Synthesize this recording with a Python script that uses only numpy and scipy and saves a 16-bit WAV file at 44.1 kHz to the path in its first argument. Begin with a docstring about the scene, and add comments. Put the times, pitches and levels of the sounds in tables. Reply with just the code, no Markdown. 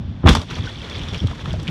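"""Quarry blast

Rock charges go off across a quarry, heard on a small camera. The ground shock comes first, as low swings that die
away; then the air blast, as shaped noise with short cracks and two slaps from the rock faces. Grit (noise and tiny
tones) and stones (short noise hits) rain down over a low rumble and far noise, and a big block lands with a thud.
The microphone rings near 3.4 kHz and flattens the loudest swings."""
import sys
import numpy as np
from scipy.fft import rfft, irfft, next_fast_len
from scipy.io import wavfile
from scipy.ndimage import map_coordinates

SR = 44100
rng = np.random.default_rng(int(sys.argv[2]) if len(sys.argv) > 2 else 0)


def waveform_to_disk(signal):
    """Save audio, clipped to [-1, 1], as 16-bit WAV at the path in sys.argv[1]."""
    frames = np.transpose(np.atleast_2d(signal))
    scaled = np.clip(frames, -1, 1) * 32767
    samples = np.round(scaled).astype(np.int16)
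    wavfile.write(sys.argv[1], SR, samples)


N = 74970  # length in samples, 1.7 s

# Loudness of the low rumble. Each row: time in seconds, level in dB.
RUMBLE_LEVEL = [(0, -23.5), (.2, -32), (.34, -23), (.4, -29.5), (.47, -36), (.52, -27), (.6, -26),
                (.668, -22.5), (.69, -39.5), (.76, -31), (.85, -33), (.98, -32), (1.17, -23), (1.2, -50),
                (1.3, -26.5), (1.4, -33.5), (1.46, -24), (1.57, -25), (1.63, -25), (1.66, -30.5),
                (1.7, -17)]
# Colour of the rumble. Each row: frequency in Hz, strength in dB.
RUMBLE_COLOUR = [(20, -32), (40, -6), (62, -6), (90, -0.5), (125, -9), (160, -8.5), (200, -15.5),
                 (260, -17), (320, -29.5), (900, -43), (3000, -120)]

# Colour of the steady far noise. Each row: frequency in Hz, strength in dB.
FAR_NOISE_COLOUR = [(150, -22), (300, 0.5), (600, -9.5), (1500, -9.5), (3500, -12), (5000, -18.5),
                    (7000, -30.5), (9000, -53), (15500, -53)]
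FAR_NOISE_DB = -51

# Low swings of ground and air. Each row: start in seconds, level in dB, pitch in Hz, time constant of the rise
# in seconds, basic time to fall by 60 dB in seconds (each tone of the swing takes its own share of it).
LOW_SWINGS = [(0.2371, -1.5, 153.2, 0.0066, 0.14), (0.246, -2.5, 99.4, 0.001, 0.093),
              (0.2534, 4.5, 76.6, 0.0018, 0.14), (.279, -2.5, 163.5, 0.0085, 0.19),
              (0.303, 2.5, 57.4, 0.0043, 0.126), (0.381, -0.5, 88, 0.005, 0.047),
              (0.586, -23, 103.7, 0.0038, 0.59), (0.641, -26.5, 100, 0.0059, 0.14),
              (1.211, -14.5, 83.06, 0.0033, 0.5), (1.23, -9, 133.5, 0.0028, 0.049),
              (1.241, -2, 108.2, 0.0026, 0.096), (1.477, -5, 119, .003, 0.03),
              (1.523, -18, 76, 0.0044, 0.21), (1.616, -23, 137.7, 0.0054, 0.2),
              (1.692, -19, 84, 0.0032, 0.17)]
# Overtones of every low swing. Each row: pitch as a multiple of the swing's, level in dB beside it,
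# share of the swing's basic fall time.
SWING_OVERTONES = [(2.3, -6.5, 0.39), (3.7, -10, 0.23)]

# Loudness of the air blast. Each row: time in seconds, level of the dull roar in dB,
# level of the bright tearing in dB.
BLAST_LEVELS = [(0.229, -49.5, -66), (0.238, -31, -82), (0.254, -36.5, -74), (0.261, -7.5, -31.5),
                (0.289, -15, -31.5), (.296, -10, -22), (.3, -10.5, -28.5), (0.322, -22.5, -25),
                (0.346, -23.5, -32), (0.356, -21, -27), (0.377, -23.5, -31.5), (.39, -34, -40),
                (0.418, -29.5, -39), (.455, -45.5, -51), (.5, -93, -50)]
# Colours of the dull roar and the bright tearing. Each row: frequency in Hz, strength in dB.
ROAR_COLOUR = [(60, -28.5), (200, 5), (450, -8.5), (1100, -8.5), (2000, -20), (4000, -36), (8000, -82),
               (16000, -120)]
TEAR_COLOUR = [(500, -6), (1500, -11), (3000, -1.5), (6000, -7.5), (10000, -17), (15500, -32)]
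# Cracks of the charges and slaps from the rock faces. Each row: start in seconds, level in dB, centre in Hz,
# width of the resonance as a share of its centre, time for the crunch to fall by 60 dB in seconds.
CRACK_HITS = [(.2595, -20, 586, 0.5, 0.01), (.272, -16, 2600, 0.83, 0.041), (.278, -11, 1075, 0.46, 0.019),
              (.2855, -11, 1510, 1.5, 0.044), (.2905, -10.5, 1890, 1.94, 0.065),
              (.351, -16, 3400, 1.64, .025), (.3515, -17.5, 906, 0.3, 0.033),
              (.3535, -19, 1520, 0.48, 0.018), (.4165, -30, 3500, 0.98, 0.024)]

# Loudness of the falling debris. Each row: time in seconds, level of the gravel rush in dB,
# level of the fine patter in dB.
GRIT_LEVELS = [(.44, -74, -78), (.478, -46, -47), (.506, -33.5, -37.5), (.535, -36.5, -43),
               (.57, -34.5, -39.5), (.61, -40.5, -45), (.66, -35, -38.5), (.76, -42.5, -43.5),
               (.85, -37, -43.5), (.98, -35.5, -39.5), (1.06, -36.5, -43), (1.09, -36, -44.5),
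               (1.17, -36.5, -41), (1.215, -38.5, -51), (1.25, -39, -57), (1.29, -40.5, -48),
               (1.36, -40, -56), (1.41, -39, -46), (1.45, -38.5, -58), (1.53, -37.5, -43.5),
               (1.58, -44, -60), (1.66, -38.5, -56), (1.7, -36.5, -46)]
# Colour of the gravel rush. Each row: frequency in Hz, strength in dB.
GRAVEL_COLOUR = [(100, -20), (220, 2.5), (400, -1), (700, -6.5), (1200, -6.5), (2500, -11.5), (4000, -15.5),
                 (4700, -19), (6500, -23), (8000, -30), (11000, -33.5), (15500, -43.5)]
GRAINS_PER_S = 800
GRAIN_HZ, GRAIN_SPREAD = 3403, 0.27  # middle pitch in Hz, spread of the natural log of pitch
GRAIN_SIZE_DB = 2.5  # average random boost of a grain
GRAIN_CYCLES = 4  # cycles in which a grain decays to 1/e

# Stones landing. Each row: start in seconds, level in dB, centre in Hz, width of the resonance as a share
# of its centre, time for the crunch to fall by 60 dB in seconds.
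STONE_HITS = [(.509, -31.5, 1600, 1.6, 0.14), (.556, -31.5, 2680, 0.77, 0.057),
              (.6715, -34, 1510, 0.1, 0.02), (.898, -35.5, 4280, 0.68, 0.025),
              (.985, -39.5, 6500, 0.52, 0.015), (.994, -31, 2670, 0.43, .03),
              (1.015, -34.5, 3100, 0.27, 0.049), (1.0345, -33, 3700, 0.37, 0.023),
              (1.085, -34, 3270, 0.62, 0.073), (1.086, -43.5, 5560, 0.075, .08),
              (1.135, -33.5, 2900, 1, 0.027), (1.1457, -26, 2500, 0.74, 0.055),
              (1.18, -38, 4170, 0.73, 0.082), (1.192, -37, 3250, 0.12, .04),
              (1.203, -38, 3250, 0.13, 0.013), (1.202, -44, 5520, 0.085, 0.083),
              (1.228, -50, 445, 0.82, .09), (1.2715, -30.5, 3350, 0.77, 0.031),
              (1.283, -34.5, 1180, 0.81, 0.036), (1.3134, -31, 740, 1.6, 0.03),
              (1.3318, -38.5, 990, 0.26, 0.022), (1.3937, -37.5, 1950, 0.57, 0.011),
              (1.4575, -31.5, 3220, 0.76, 0.012), (1.458, -29, 1320, 0.82, 0.029),
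              (1.5074, -32.5, 3130, 0.33, 0.01), (1.5304, -35, 4800, 0.85, 0.027),
              (1.539, -31, 639, 0.36, 0.085), (1.5992, -37, 3600, 0.73, 0.024),
              (1.63, -41, 6500, 0.82, 0.039), (1.672, -34.5, 2500, 0.52, 0.027),
              (1.6785, -23.5, 2580, 0.53, 0.043), (1.685, -32, 2430, 0.43, 0.02)]
KICK = 1.7  # strength of the opening click of cracks and stones, before scaling by the width

# Resonances of the microphone. Each row: centre in Hz, width in Hz, lift in dB.
MIC_RESONANCES = [(3250, 150, 4), (3470, 150, 8), (5630, 300, 5)]
BASS_CUT_HZ, TREBLE_ROLL_HZ, TOP_HZ = 30.3, 9260, 15750
CEILING, KNEE = 1.0, 5.4  # largest swing, sharpness of the bend towards it


def amp(db):
    """Turn dB into a plain gain."""
    return 10 ** (np.asarray(db) / 20)


def unit(x):
    """Scale a sound to an average strength (rms) of 1."""
    return x / np.sqrt(np.mean(x ** 2) + 1e-20)


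def level(times, db):
    """Gain for every sample, drawn in straight dB lines between the given times in seconds."""
    return amp(np.interp(np.arange(N) / SR, times, db))


def wobble(rate):
    """A smooth random curve through `rate` random points a second."""
    points = rng.standard_normal(int(N * rate / SR) + 4)
    return map_coordinates(points, [np.arange(N) * rate / SR])


def filtered(x, response):
    """Multiply each frequency in x by response(Hz), with spare silence so the ringing does not wrap round."""
    m = next_fast_len(len(x) + 8192)
    return irfft(rfft(x, m) * response(np.fft.rfftfreq(m, 1 / SR)), m)[:len(x)]


def rush(colour):
    """Noise of rms 1, its strength over frequency drawn through the colour's points."""
    points_hz, db = np.transpose(colour)

    def response(hz):
        return amp(np.interp(np.log(hz + 1), np.log(points_hz), db))

    return unit(filtered(rng.standard_normal(N), response))


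def peak(hz, centre_hz, width_hz):
    """A resonance with gain 1 at its centre, which rings only after it is struck."""
    return 1j * hz * width_hz / (centre_hz ** 2 - hz ** 2 + 1j * hz * width_hz)


def add(out, start_s, sound):
    """Mix a sound into out from start_s, cutting what runs past the end."""
    start = round(start_s * SR)
    out[start:start + len(sound)] += sound[:N - start]


def bursts(rows):
    """Short hits: a kick and dying crunch, coloured by a resonance that rings when it is narrow."""
    out = np.zeros(N)
    t = np.arange(SR // 5) / SR
    for start_s, db, centre_hz, width, t60 in rows:
        width_hz = abs(width) * centre_hz

        def colour(hz):
            return peak(hz, centre_hz, width_hz) ** 2

        noise = rng.standard_normal(len(t))
        crunch = noise * amp(-60 * t / t60)
        # a one-sample click, made stronger for a narrow resonance
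        kick = KICK * np.sqrt(SR / width_hz) * (t == 0)
        hit = filtered(crunch + kick, colour) / np.std(filtered(noise, colour))
        add(out, start_s, amp(db) * hit)
    return out


def rumble():
    """Shifting rock and distant machines make a low noise whose loudness is lumpy."""
    noise = rush(RUMBLE_COLOUR)
    lumpy = amp(1.16 * wobble(30.28))
    return level(*np.transpose(RUMBLE_LEVEL)) * unit(noise * lumpy)


def far_noise():
    """The far noise of the quarry is a steady, coloured hiss."""
    return amp(FAR_NOISE_DB) * rush(FAR_NOISE_COLOUR)


def thumps():
    """Each push sets off a low swing with quicker-dying overtones."""
    out = np.zeros(N)
    t = np.arange(SR // 2) / SR
    tones = [(1, 0, 0.93), *SWING_OVERTONES]  # the main tone comes first
    for start_s, db, pitch_hz, rise_s, t60 in LOW_SWINGS:
        swing = np.zeros(len(t))
        for ratio, tone_db, share in tones:
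            fade = amp(tone_db - 60 * t / (t60 * share))
            swing += fade * np.sin(2 * np.pi * pitch_hz * ratio * t)
        rise = 1 - np.exp(-t / abs(rise_s))
        add(out, start_s, amp(db) * rise * swing)
    return out


def blast():
    """The ragged roar of the gases turns brighter as the shock arrives; the cracks sit on top."""
    times, dull_db, bright_db = np.transpose(BLAST_LEVELS)
    ragged = amp(2.0 * wobble(199.7))  # shared by roar and tearing
    roar = level(times, dull_db) * unit(rush(ROAR_COLOUR) * ragged)
    tearing = level(times, bright_db) * unit(rush(TEAR_COLOUR) * ragged)
    return roar + tearing + bursts(CRACK_HITS)


def patter():
    """Many small grains of random time, size and pitch each ring for a few cycles; rms 1 in all."""
    draw = rng.random((int(GRAINS_PER_S * N / SR), 2))
    place, chance = draw[:, :1], draw[:, 1:]
    hz = GRAIN_HZ * np.exp(GRAIN_SPREAD * rng.standard_normal((len(draw), 1)))
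    hz = np.clip(hz, 300, 9000)
    t = np.arange(400) / SR
    size = amp(-GRAIN_SIZE_DB * np.log(chance + 1e-9))  # a few grains are far louder than most
    envelope = np.exp(-t * hz / GRAIN_CYCLES) * (1 - np.exp(-t * hz))
    grains = size * envelope * np.sin(2 * np.pi * hz * t)
    # add up all grains at the samples where they fall
    at = (place * N).astype(int) + np.arange(len(t))
    return unit(np.bincount(at.ravel(), grains.ravel(), minlength=N)[:N])


def grit():
    """Falling debris is an uneven rush of gravel noise together with a fine patter of grains."""
    times, gravel_db, fine_db = np.transpose(GRIT_LEVELS)
    fine = level(times, fine_db) * patter()
    noise = rush(GRAVEL_COLOUR)
    uneven = amp(2.4 * wobble(90))
    return level(times, gravel_db) * unit(noise * uneven) + fine


def stones():
    """Each landing stone is a click and a short crunch with its own resonance."""
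    return bursts(STONE_HITS)


def scene():
    """All the sounds of the quarry added together, as one channel."""
    return (thumps() + blast() + rumble() + grit() + stones() + far_noise())[None]


def microphone(hz):
    """Resonances lift narrow bands, while the lowest bass and the treble fall away."""
    bass_cut = (1j * hz / (BASS_CUT_HZ + 1j * hz)) ** 2
    treble_roll = 1 / (1 + 1j * hz / TREBLE_ROLL_HZ) ** 2
    ringing = 1 + sum((amp(db) - 1) * peak(hz, centre, width) for centre, width, db in MIC_RESONANCES)
    return bass_cut * treble_roll * ringing


def record(dry):
    """The microphone colours the sound, a soft ceiling flattens loud swings, and the top is cut off."""
    heard = filtered(dry[0], microphone)
    flattened = heard / (1 + np.abs(heard / CEILING) ** KNEE) ** (1 / KNEE)
    return filtered(flattened, lambda hz: hz < TOP_HZ)[None]


dry = scene()
out = record(dry)
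waveform_to_disk(out)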